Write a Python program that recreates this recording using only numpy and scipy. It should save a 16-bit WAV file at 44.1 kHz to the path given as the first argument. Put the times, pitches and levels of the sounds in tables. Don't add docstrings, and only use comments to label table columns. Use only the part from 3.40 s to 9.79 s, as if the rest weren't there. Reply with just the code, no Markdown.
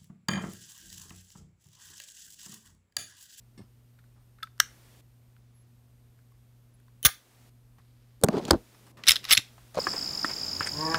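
import sys
import numpy as np
from scipy import signal
from scipy.fft import rfft, irfft, next_fast_len
from scipy.io import wavfile
from scipy.ndimage import uniform_filter1d, map_coordinates

SR = 44100
rng = np.random.default_rng(int(sys.argv[2]) if len(sys.argv) > 2 else 0)


def dump(signal):
    limited = np.clip(np.atleast_2d(signal).T, -1, 1)
    pcm = np.round(limited * 32767).astype(np.int16)
    wavfile.write(sys.argv[1], SR, pcm)


def convert_level_to_amplitude(level_db):
    exponent = np.asarray(level_db, float) / 20
    return 10 ** exponent


N = 281996
T = np.arange(N) / SR

# [f/Hz, density/dB]
AIR = [(15, -30.5), (30, -7.5), (52, 1.5), (90, -6.5), (220, -12.5), (485, -20.5), (1500, -28.5),
       (16000, -37.5)]
AIR_DB = -72
# [f/Hz, rms level/dB]
HUM = [(119.95, -59), (239.95, -75)]
# [from t/s, to t/s, f/Hz]
WHINE = [
    (0, .75, 954.5),
    (.8, 1.19, 955.2),
    (1.62, 2.0, 954.1),
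    (2.27, 2.93, 965.2),
    (2.95, 3.3, 964.2),
    (3.42, 3.63, 958.2),
    (4.1, 4.8, 956.8),
]
# [f/Hz, rms level/dB]
COMB = [(6500, -102), (8600, -89.5), (10500, -94.5), (12500, -86.5), (15500, -93.5)]
# [from t/s, to t/s, f/Hz, level/dB]
LENS_STEPS = [
    (2.148, 2.226, 11130, -80),
    (2.143, 2.17, 11600, -91),
    (3.338, 3.357, 11010, -78.5),
]
# [t/s, change/dB]
DUCKS = [
    (3.65, -12),
    (5.12, -5),
    (6.05, 0.5),
]
DUCK_IN_S, DUCK_HOLD_S, DUCK_OUT_S = 0.16, 0.042, 0.16
# [from t/s, to t/s, hiss level/dB]
OPEN = [
    (1.195, 1.61, -62),
    (3.643, 4.097, -64.5),
    (4.82, 5.519, -62),
    (5.65, 6.399, -62),
]
# [f/Hz, density/dB]
OPEN_HISS = [(120, -34.5), (200, -6.5), (236, -5.5), (851, -12), (10500, -19.5), (13100, -20), (16000, -22)]
# [f/Hz, t60/s]
ROOM_T60 = [(300, .15), (1500, .27), (4000, .25), (12000, .21)]
# [f/Hz, level/dB]
SPLASH = [(500, -40), (1500, -3), (4500, 0), (16000, -16)]

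# [t/s, peak level/dB, knock/dB, bright edge/dB]
LAYING = [(4.8137, -43.5, -10.5, 2), (4.8255, -51, -7, 0), (4.8351, -29.5, -2, -3), (4.837, -10, -4.5, 7.5),
          (4.8402, -26, 7.5, -1.5), (4.844, -17, -4.5, 7), (4.8604, -51, -11, 0), (4.8652, -43, 4, -16),
          (4.886, -19, 1, -19), (5.0365, -43, -8.5, -16), (5.052, -23, -15, -17), (5.0569, -34, -14, -15.5),
          (5.082, -35, 5, -10), (5.0898, -41, 9, -11.5), (5.0985, -35, 2.5, -11), (5.1077, -12.5, 8, -19),
          (5.1094, -1, -12.5, -5.5), (5.1208, -32, 4, -14), (5.1302, -39, 8.5, -22), (5.133, -34, 6, -14.5),
          (5.141, -42, 4, -12), (6.345, -40, -2, -13), (6.3472, -40.5, 0, -13.5),
          (6.3545, -33.5, -17.5, -10), (6.373, -36, -5.5, -17.5), (6.38, -38.5, -5, -8),
          (6.3879, -31.5, -15, -17)]
# [f/Hz, width/Hz, level/dB]
LAYING_BODY = [(1110, 880, -2), (1730, 1040, -8), (3320, 1000, -1.5), (4380, 910, 3), (6770, 590, 3),
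               (8000, 1700, 0), (11600, 1500, -1), (14500, 2300, -3.5)]
TICK_T60_S = 0.0042
# [t/s, peak level/dB, knock/dB, bright edge/dB, t60/s]
SCUFFS = [
    (.177, -52.5, -10, -3.5, 0.14),
    (.21, -62, 3, -16, 0.23),
    (4.382, -75, 23, -6, 0.1),
    (5.345, -54, 2.5, -14.5, 0.062),
    (5.465, -56.5, 4, -1, 0.11),
    (5.57, -61.5, 17, -14, 0.31),
    (5.615, -61.5, 1, -6, 0.038),
    (6.179, -65, 17, -5.5, 0.044),
    (.76, -77.5, 14, 0, 0.44),
]
# [f/Hz, width/Hz, level/dB]
SCUFF_BODY = [(600, 130, 3), (1220, 140, 0), (1750, 240, -8.5), (2700, 550, -4), (4280, 660, -5),
              (5300, 250, 0.5), (8520, 920, 0)]
# [t/s, level/dB]
OPENING_TONES = [
    (0.1748, -61.5),
    (.187, -62),
    (0.213, -69),
]
# [f/Hz, level/dB, swell/s]
OPENING_MODES = [(1166, -2.5, .003), (1746, -1, 0.0028), (2150, 0, 0.0025), (3513, -7, .003),
                 (4430, -8.5, 0.0028), (5510, 1, 0.00163), (8960, -8, .003)]
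# [f/Hz, level/dB, swell/s]
CLASP_MODES = [
    (8200, 0.0015, .003),
]
CLASP_S, CLASP_DB = 5.108, -45
# [t/s, peak level/dB, f/Hz]
KNOCKS = [(0.177, -40.5, 190), (0.192, -37.5, 202), (0.203, -38, 207), (0.238, -47.5, 201),
          (0.214, -38, 104), (1.227, -48.5, 79), (3.6541, -25, 321), (3.652, -22.5, 150),
          (3.657, -18.5, 57.7), (4.385, -46.5, 117.8), (4.813, -40, 300), (4.825, -31, 450.2),
          (4.836, -8, 528), (4.843, -7.5, 407), (4.859, -21.5, 220), (4.874, -23, 250), (4.886, -15, 620),
          (4.888, -12, 208.5), (5.107, -10.5, 564), (5.1113, -5.5, 341.3), (5.156, -30, 85),
          (5.116, -20.5, 713), (5.12, -22.5, 790.6), (5.13, -16, 300), (5.134, -10.5, 287),
          (5.141, -14.5, 327), (5.152, -21.5, 202), (5.576, -45, 113), (5.676, -33.5, 70.9),
          (5.696, -27.5, 49.7), (5.925, -34, 260), (5.978, -27, 108), (6.348, -35, 627),
          (6.355, -35.5, 600), (6.3716, -19.5, 568), (6.377, -21, 667), (6.386, -15.5, 520)]
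KNOCK_T60_S, KNOCK_CYCLES = 0.028, 2
# [t/s, peak level/dB, f/Hz, t60/s]
THUDS = [
    (4.838, -8.5, 147.6, 0.045),
    (5.107, -10.5, 76.45, 0.075),
    (6.369, -26, 175, 0.036),
         (3.643, -39, 320, .03),
    (5.109, -12.5, 110, .03),
    (5.108, -20, 42, .16),
    (5.68, -37.5, 38, .16),
    (5.92, -37, 42, .16),
    (6.36, -36, 45, .12),
]
# [t/s, peak level/dB, f/Hz]
CATCHES = [(4.924, -27, 300), (4.932, -25, 330), (4.937, -18, 230), (4.943, -22, 450), (4.95, -22.5, 330),
           (4.959, -30.5, 754), (4.968, -16.5, 220), (4.976, -18.5, 394.2), (4.982, -30, 330),
           (4.997, -28, 560), (5.052, -30, 238.5), (5.083, -29.5, 805), (5.086, -27.5, 252),
           (5.122, -26, 450), (5.146, -26, 500), (5.16, -40, 332)]
# [t/s, peak level/dB, f/Hz]
HOLLOW = [(3.65, -30, 656), (3.659, -32, 799), (3.667, -36.5, 600), (3.682, -39.5, 800), (3.694, -44, 753),
          (4.838, -16.5, 240), (4.939, -25, 238), (5.11, -12, 228), (5.112, -14.5, 563), (5.93, -40, 352),
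          (5.988, -36.5, 300), (2.92, -60, 1100), (3.481, -60, 1050), (6.18, -54.5, 819.7)]
# [f/Hz, density/dB]
SHELL = [(150, -28.5), (400, 0), (900, 0.5), (1500, -8.5), (2500, -35), (5000, -63)]
# [t/s, pressure/dB]
DRAG = [
    (4.9, -32.5),
    (4.916, -35.5),
    (4.942, -26.5),
    (4.956, -30),
    (4.974, -28),
    (5.016, -39),
    (5.095, -36.5),
]
DRAG_HZ, DRAG_SPREAD, DRAG_CREST_DB, DRAG_T60_S, DRAG_GRIT_DB = 300, 0.43, -3.5, 0.035, -22
# [t/s, pressure/dB]
SETTLE = [
    (5.144, -27),
    (5.187, -50),
    (5.231, -58),
    (5.25, -66.5),
]
# [t/s, pressure/dB]
HOLD = [
    (5.3, -70.5),
    (5.6, -56.5),
    (5.85, -56.5),
]
# [f/Hz, density/dB]
RUB = [(60, -20), (130, -2.5), (240, 3.5), (420, -2.5), (900, -12.5), (1600, -29), (4000, -59.5)]
RUB_OVER_PRESSURE_DB = -2.5
# [t/s, level/dB]
SCRAPE = [
    [(4.38, -78), (4.79, -78)],
    [(5.105, -46.5), (5.2, -71)],
    [(5.62, -69), (5.69, -33), (5.74, -38), (5.8, -63.5)],
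    [(5.83, -53), (5.895, -41.5), (5.908, -26), (5.935, -26.5), (5.96, -45.5), (6.0, -37)],
    [(6.342, -56), (6.39, -37)],
]
# [f/Hz, density/dB]
GRIT = [(410, -16), (700, -11), (1020, -11), (1250, -4.5), (4610, -4.5), (14600, -31), (16000, -43)]
# [from t/s, to t/s, level/dB]
RUSTLE = [
    (4.968, 4.997, -49),
    (5.007, 5.08, -60),
    (5.076, 5.118, -49.5),
]

# [t/s, peak level/dB, knock/dB, bright edge/dB, t60/s]
CREAKS = [(0.5874, -66, 8.5, -1.5, 0.029), (0.6384, -80, 18.5, 0, 0.019), (0.9845, -67, 13, -5, 0.017),
          (1.0014, -75, 17, -5, 0.026), (1.0262, -63, 27, 3, 0.013), (1.0345, -49.5, -3, 2.5, 0.017),
          (1.0705, -62, 13.5, -7, 0.012), (1.9649, -67, 8.5, -7, 0.0025), (2.7884, -83.5, 21.5, 0, 0.00877),
          (2.9204, -74.5, 1, 9, 0.0091), (3.3994, -72, 7, 7, 0.011), (3.4814, -66.5, 4.5, -5.5, 0.0093)]
# [f/Hz, width/Hz, level/dB]
CREAK_BODY = [(1450, 550, 0), (3500, 700, 0), (4700, 1000, -6), (6200, 1500, -18), (8400, 1500, -3),
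              (10200, 1500, -2), (13300, 1200, 0)]
# [f/Hz, level/dB, swell/s]
SEAR_MODES = [(1315, 3.5, 0.0027), (1606, -1.5, .0016), (1950, -6, 0.00083), (2465, -11, 0.00066),
              (2760, -11, .001), (3554, 5.5, 0.0011), (3750, -2, .0005), (4400, -2, 0.00077),
              (5130, -3, .0006), (6700, -10, .0004), (8410, -15, .0003), (10000, -10.5, .0004),
              (11570, -13, 0.00044), (12880, -7.5, .0005)]
SEAR_S, SEAR_DB = 1.0298, -35.5
# [t/s, peak level/dB, knock/dB, bright edge/dB, t60/s]
TRIGGER = [
    (1.1794, -54.5, 1.5, -2.5, 0.0079),
    (1.1909, -59, 7.5, -5, 0.005),
    (1.1964, -49, 0, -12, 0.015),
    (1.199, -24, -10, -12, 0.0041),
    (1.2008, -11, -9, -3.5, 0.009),
    (1.2167, -35, -5, -10.5, 0.0056),
]
# [f/Hz, width/Hz, level/dB]
TRIGGER_BODY = [(1380, 990, 0), (1890, 400, 0), (2750, 500, -6), (4800, 900, 0), (6660, 900, -2.5),
                (7540, 340, 0.5), (9700, 310, -10.5), (11390, 800, -8.5), (14300, 900, -5),
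                (15100, 900, -6)]
# [f/Hz, level/dB, swell/s]
STRIKER_MODES = [(1358, -2.5, 0.00092), (1670, 0, 0.00091), (1901, -4, 0.0009), (3090, -2.5, 0.00047),
                 (3850, -7, .0007), (4100, -6.5, 0.00065), (5680, -1.5, 0.00058), (6250, -6, 0.00079),
                 (6920, -12, 0.00079), (8630, -8, 0.0006), (10264, -12.5, 0.00048), (12900, -12.5, 0.00057),
                 (14100, -14.5, .0004), (15300, -17, .0004)]
STRIKER_S, STRIKER_DB = 1.2004, -10.5
# [f/Hz, level/dB, t60/s]
FRAME = [(1220, -5, 0.14), (1370, 0, 0.1), (1644, 0.5, 0.12), (1956, -6, 0.09)]
# [t/s, peak level/dB, knock/dB, bright edge/dB]
RESET = [
    (3.6292, -31.5, -15, 12),
    (3.6351, -41.5, -21, 6.5),
    (3.6404, -33, -18, 8.5),
    (3.6458, -40, -9.5, -6.5),
    (3.6497, -6.5, -11.5, 2.5),
    (3.679, -53, 14, -7.5),
    (3.6882, -32.5, 3, -5),
]
# [f/Hz, width/Hz, level/dB]
RESET_BODY = [(1235, 200, 0), (1620, 250, 2), (2000, 300, 0), (3150, 900, 1), (4000, 1200, -1),
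              (5400, 500, 0), (6500, 800, -2), (9300, 1500, -2), (10800, 1500, 2), (13000, 1500, -5),
              (15200, 1000, 2)]
RESET_T60_S = .007, .011
CHATTER_S, CHATTER_GAP_S = 3.6526, .00228
CHATTER_DB, CHATTER_FADE_DB, CHATTER_KNOCK_DB, CHATTER_EDGE_DB = -11.5, 0.11, -8.5, 6
CHATTER_SWING_DB = 4
# [from t/s, to t/s, f/Hz, final level/dB]
SPRING = (3.633, 3.651, 3050, -31)
# [t/s, peak level/dB, bright edge/dB]
PULL = [(5.6368, -24, -18.5), (5.6575, -35.5, -10), (5.6686, -12.5, -10.5), (5.6722, -17.5, -8),
        (5.676, -6.5, -14.5), (5.6818, -3, -8), (5.685, -3.5, 0), (5.6866, -0.5, -8), (5.6922, 0.5, -4.5),
        (5.7018, -14.5, -2), (5.7074, -1, -4), (5.7172, -5.5, -8), (5.725, -20, -14.5),
        (5.7575, -12.5, -13), (5.7645, -13.5, -20)]
# [t/s, peak level/dB, bright edge/dB]
RETURN = [(5.842, -26, -7), (5.8512, -20.5, -11), (5.876, -35.5, -15), (5.888, -24, -8.5),
          (5.8925, -20.5, -15), (5.897, -16, -6.5), (5.9055, -17, -0.5), (5.909, -6, -5),
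          (5.9140, -1.5, -17), (5.919, -6.5, -2), (5.9233, -6.5, -2), (5.9267, -2.5, -0.5),
          (5.9326, -1.5, -6), (5.9493, -13, -9.5), (5.9532, -21.5, -11.5), (5.971, -8, -17),
          (5.975, -0.5, -14.5), (5.9836, -20, -14)]
# [f/Hz, width/Hz, level/dB]
RACK_BODY = [(1300, 600, -2), (2000, 700, 0), (2600, 800, -5), (3800, 800, 0), (4400, 600, -4),
             (5150, 500, -3), (6500, 900, -18), (8100, 900, -1), (11000, 2500, -4), (15000, 1500, -3)]
# soft, hard [t60/s]
RACK_T60_S = (.01, .013)
HARD_DB = -7.5
RACK_KNOCK_DB, KNOCK_SLOPE = -14, 0.22
# [f/Hz, level/dB, t60/s]
STEEL = [(3670, -12, 0.07), (7220, -9, .09), (10750, -2, .09), (11090, -1, 0.12)]
# [t/s, f/Hz, level/dB, swell/s]
PINGS = [(5.6362, 4100, -37, .0008), (5.638, 1990, -39, .0015), (5.676, 3800, -10, .0005),
         (5.682, 5810, -9, .0006), (5.6855, 4310, -10, .001), (5.6875, 10800, -19.5, .0015),
         (5.6925, 3670, -11, .0007), (5.701, 11000, -23, .0015), (5.7078, 3780, -13.5, .0008),
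         (5.7085, 5070, -16.5, .0007), (5.7177, 5300, -13.5, .001), (5.718, 7400, -14.5, .0005),
         (5.7583, 4000, -18.5, .0007), (5.909, 3770, -12.5, .0006), (5.9138, 2885, -9.5, .0006),
         (5.92, 11120, -27, .0015), (5.924, 4300, -13, .0007), (5.9265, 11090, -17.5, .0025),
         (5.9274, 8200, -14.5, .0008), (5.9495, 4300, -18, .001), (5.971, 3860, -21, .0006),
         (5.975, 3688, -9.5, .0007), (5.976, 7240, -17, .0006), (5.978, 11090, -50.5, 0.0085),
         (5.683, 2010, -18.5, 0.00086), (5.693, 2090, -16.5, 0.0011), (5.9095, 2290, -15, 0.00073),
         (5.92, 2200, -17.5, .001), (5.9275, 2100, -18.5, .001), (5.933, 2320, -15, .0008),
         (5.9755, 2200, -16, 0.0006)]


def unit(x):
    return x / np.sqrt(np.mean(x ** 2) + 1e-20)


def along(points, hz):
    f, v = np.transpose(points)
    return np.interp(np.log(hz + 1), np.log(f + 1), v)


def filtered(x, response):
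    m = next_fast_len(N + SR // 2)
    return irfft(rfft(x, m) * response(np.fft.rfftfreq(m, 1 / SR)), m)[:N]


def hiss(spectrum):
    return filtered(rng.standard_normal(N), lambda hz: convert_level_to_amplitude(along(spectrum, hz)))


def gate(t0, t1, edge_s=0.004):
    return np.clip(np.minimum(T - t0, t1 - T) / edge_s + .5, 0, 1)


def pressure(spans):
    return sum(convert_level_to_amplitude(np.interp(T, *np.transpose(rows))) * gate(rows[0][0], rows[-1][0]) for rows in spans)


def contacts(rows, body, rise_s, edge_share, scatter, order=1):
    t, f = np.arange(4096) / SR, np.fft.rfftfreq(4096, 1 / SR)
    out = np.zeros(N + 4096)
    small = (1j * f / (700 + 1j * f)) ** 4
    centre, width, level = np.transpose(body)[:, :, None]
    w = np.maximum(width, 300)
    zone = np.digitize(centre[:, 0], (2200, 7000))
    power = np.where(zone == 0, order, 1)[:, None]
    sign = (-1.) ** np.arange(len(body))[:, None]
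    for s, db, knock_db, edge_db, t60 in rows:
        shift = scatter * rng.standard_normal((2, len(body), 1))
        c = centre * (1 + .05 * shift[0])
        resonance = (1j * f * w / (c * c - f * f + 1j * f * w)) ** power
        modes = small * sign * convert_level_to_amplitude(level + 4 * shift[1]) * resonance
        lasting = t60 * np.array([[1], [1], [edge_share]])
        chatter = rng.standard_normal((3, len(t))) * convert_level_to_amplitude(-60 * t / lasting) * (1 - np.exp(-t / rise_s))
        parts = irfft(rfft(chatter) * [modes[zone == k].sum(axis=0) for k in range(3)])[:, :3600]
        parts *= convert_level_to_amplitude([[db + knock_db], [db], [db + edge_db]]) / abs(parts).max(axis=1, keepdims=True)
        out[round(s * SR):][:3600] += parts.sum(axis=0)
    return out[:N]


def blow(s, db, modes):
    t, out = np.arange(4000) / SR, np.zeros(N)
    ring = 0
    for hz, level, swell in modes:
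        envelope = (t / swell / 2) ** 2 * np.exp(2 - t / swell)
        ring = ring + convert_level_to_amplitude(db + level) * envelope * np.sin(2 * np.pi * hz * t)
    out[round(s * SR):][:len(t)] = ring
    return out


def ringing(blows, modes, ring_db):
    t = np.arange(SR // 4) / SR
    index = np.arange(len(modes))[:, None]
    flutter = map_coordinates(rng.standard_normal((len(modes), 60)), np.broadcast_arrays(index, t * 150))
    ring = sum(convert_level_to_amplitude(db - 60 * t / t60) * np.sin(2 * np.pi * hz * t + .8 * sway)
               for (hz, db, t60), sway in zip(modes, flutter))
    return blows + convert_level_to_amplitude(ring_db) * signal.fftconvolve(blows, ring)[:N]


def room(x, wet_db):
    hz, t, z = signal.stft(rng.standard_normal(SR // 2), SR, nperseg=128)
    decay = convert_level_to_amplitude(-60 * t / along(ROOM_T60, hz)[:, None]) + convert_level_to_amplitude(11.0 - 60 * t / 0.017)
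    tail = signal.istft(z * decay, SR, nperseg=128)[1]
    splash = filtered(x * rng.standard_normal(N), lambda hz: convert_level_to_amplitude(along(SPLASH, hz)))
    sent = np.pad(x + splash, (130, 0))
    return x + convert_level_to_amplitude(wet_db + 2.5) * signal.fftconvolve(sent, tail / np.linalg.norm(tail))[:N]


def room_air():
    air = hiss(AIR)
    return air * convert_level_to_amplitude(AIR_DB) / np.std(filtered(air, lambda hz: hz > 300))


def mains_hum(sway):
    return sum(np.sqrt(2) * convert_level_to_amplitude(db + 0.43 * sway) * np.sin(2 * np.pi * hz * T + .1 * sway) for hz, db in HUM)


def lens_motor(sway):
    out = np.zeros(N)
    for t0, t1, hz in WHINE:
        for k in range(7, 17):
            level_db = along(COMB, k * hz) + 3 + 1.2 * np.roll(sway, 9000 * k)
            out += gate(t0, t1) * convert_level_to_amplitude(level_db) * np.sin(2 * np.pi * k * hz * T + k * k)
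    for t0, t1, hz, db in LENS_STEPS:
        out += convert_level_to_amplitude(db + 10.5) * gate(t0, t1) * np.sin(2 * np.pi * hz * T)
    return out


def background():
    sway = map_coordinates(rng.standard_normal(80), [T * 9])
    return room_air() + mains_hum(sway) + lens_motor(sway)


def ducking():
    corners_s = np.cumsum([0, DUCK_IN_S, DUCK_HOLD_S, DUCK_OUT_S])
    return convert_level_to_amplitude(sum(np.interp(T - s, corners_s, [0, db, db, 0]) for s, db in DUCKS))


def freed_hiss():
    return sum(convert_level_to_amplitude(db) * gate(t0, t1) for t0, t1, db in OPEN) * unit(hiss(OPEN_HISS))


def sliding():
    level = pressure(SCRAPE + [np.add(DRAG, (0, DRAG_GRIT_DB))])
    level = level + sum(convert_level_to_amplitude(db) * gate(t0, t1) for t0, t1, db in RUSTLE)
    unevenness = unit(uniform_filter1d(rng.standard_normal(N), size=60))
    grains = rng.standard_normal(N) * convert_level_to_amplitude(3.5 * unevenness)
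    scrape = level * unit(filtered(grains, lambda hz: convert_level_to_amplitude(along(GRIT, hz))))
    rub = convert_level_to_amplitude(RUB_OVER_PRESSURE_DB) * pressure([DRAG, SETTLE, HOLD]) * unit(hiss(RUB))
    return scrape + rub


def drag_knocks(count=20):
    s, db = np.transpose(DRAG)
    luck = rng.standard_normal((count, 3))
    when = s[0] + (s[-1] - s[0]) * (np.arange(count) + .5 + 0.527 * luck[:, 0]) / count
    return [(w, np.interp(w, s, db) + DRAG_CREST_DB + 2 * a, DRAG_HZ * np.exp(DRAG_SPREAD * b), DRAG_T60_S)
            for w, (_, a, b) in zip(when, luck)]


def shell_knocks():
    rows = [(*row, KNOCK_T60_S + KNOCK_CYCLES / row[2]) for row in KNOCKS]
    rows += drag_knocks() + THUDS
    rows += [(*row, DRAG_T60_S) for row in CATCHES + HOLLOW]
    knocks, force, t = np.zeros(N + 6000), np.zeros(N + 6000), np.arange(6000) / SR
    for s, db, hz, t60 in rows:
        swing = sum(share * np.sin(2 * np.pi * hz * ratio * t + rng.uniform(0, 2 * np.pi))
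                    for ratio, share in ((.6, 0.22), (1, 0.88), (1.9, 0.24)))
        push = convert_level_to_amplitude(db + 1.5 - 60 * t / t60) * (1 - np.exp(-(t * hz / 0.25) ** 2))
        knocks[round(s * SR):][:len(t)] += push.max() * push * swing / abs(push * swing).max()
        force[round(s * SR):][:len(t)] += push * min(1, hz / 250)
    rattle = convert_level_to_amplitude(-19.0) * force[:N] * unit(hiss(SHELL))
    return rattle + filtered(knocks[:N], lambda hz: (1j * hz / (40 + 1j * hz)) ** 2)


def ticks_and_scuffs():
    rows = [(*row, TICK_T60_S) for row in LAYING]
    ticks = convert_level_to_amplitude(-1.5) * contacts(rows, LAYING_BODY, rise_s=.00015, edge_share=.9, scatter=0.5)
    scuffs = contacts(SCUFFS, SCUFF_BODY, rise_s=0.000755, edge_share=0.93, scatter=0.11)
    tones = sum(blow(s, db, OPENING_MODES) for s, db in OPENING_TONES)
    clasp = blow(CLASP_S, CLASP_DB, CLASP_MODES)
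    return room(ticks + scuffs + tones + clasp, wet_db=-37.5)


def trigger_creaks():
    creaks = convert_level_to_amplitude(2.5) * contacts(CREAKS, CREAK_BODY, rise_s=0.0026, edge_share=0.93, scatter=0.31, order=2)
    creaks = creaks + blow(SEAR_S, SEAR_DB, SEAR_MODES)
    return room(ringing(creaks, FRAME[1:2], ring_db=-58), wet_db=-20.5)


def striker_fall():
    striker = convert_level_to_amplitude(-0.5) * contacts(TRIGGER, TRIGGER_BODY, rise_s=0.00017, edge_share=1.0, scatter=0.082)
    striker = striker + blow(STRIKER_S, STRIKER_DB, STRIKER_MODES)
    return room(ringing(striker, FRAME, ring_db=-65.0), wet_db=-21.0)


def reset_contacts():
    chatter = []
    for k in range(8):
        db = CHATTER_DB - k * k * CHATTER_FADE_DB + CHATTER_SWING_DB * (-1) ** k
        chatter.append((CHATTER_S + k * CHATTER_GAP_S, db, CHATTER_KNOCK_DB, CHATTER_EDGE_DB))
    blow_s = RESET[4][0]
    return [(*row, RESET_T60_S[int(row[0] >= blow_s)]) for row in RESET + chatter]


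def slide_reset():
    reset = convert_level_to_amplitude(1.0) * contacts(reset_contacts(), RESET_BODY, rise_s=.0001, edge_share=0.4, scatter=.4)
    t0, t1, hz, db = SPRING
    spring = convert_level_to_amplitude(db - 700 * np.clip(t1 - T, 0, 1)) * gate(t0, t1) * np.sin(2 * np.pi * hz * T)
    return room(ringing(reset, FRAME, ring_db=-47.0) + spring, wet_db=-16.0)


def rack_stroke(rows):
    hits = [(s, db, RACK_KNOCK_DB - KNOCK_SLOPE * db, edge_db, RACK_T60_S[int(db > HARD_DB)])
            for s, db, edge_db in rows]
    return convert_level_to_amplitude(-3) * contacts(hits, RACK_BODY, rise_s=.00015, edge_share=.9, scatter=.4, order=2)


def slide_racking():
    back = ringing(rack_stroke(PULL), STEEL[:3], ring_db=-38.5)
    forth = ringing(rack_stroke(RETURN), STEEL[:2] + STEEL[3:], ring_db=-38.5)
    pings = sum(blow(s, db, [(hz, 0, swell)]) for s, hz, db, swell in PINGS)
    return room(back + forth + pings, wet_db=-18.0)


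def scene():
    phone = ducking() * background() + freed_hiss()
    handling = sliding() + shell_knocks() + ticks_and_scuffs()
    pistol = trigger_creaks() + striker_fall() + slide_reset() + slide_racking()
    return (phone + handling + pistol)[None]


def low_pass(x):
    return signal.sosfilt(signal.butter(12, 16990, fs=SR, output="sos"), x)


def record(dry):
    soft = dry[0] / (1 + abs(dry[0]) ** 5) ** (1 / 5)
    edge_hz, edge_db = [15300, 15700, 16000, 16500, 17000], [0, -4, -34, -38, -70]
    cut = filtered(soft, lambda hz: convert_level_to_amplitude(np.interp(hz, edge_hz, edge_db)))
    return low_pass(cut[None])


dry = scene()
out = record(dry)
dump(out)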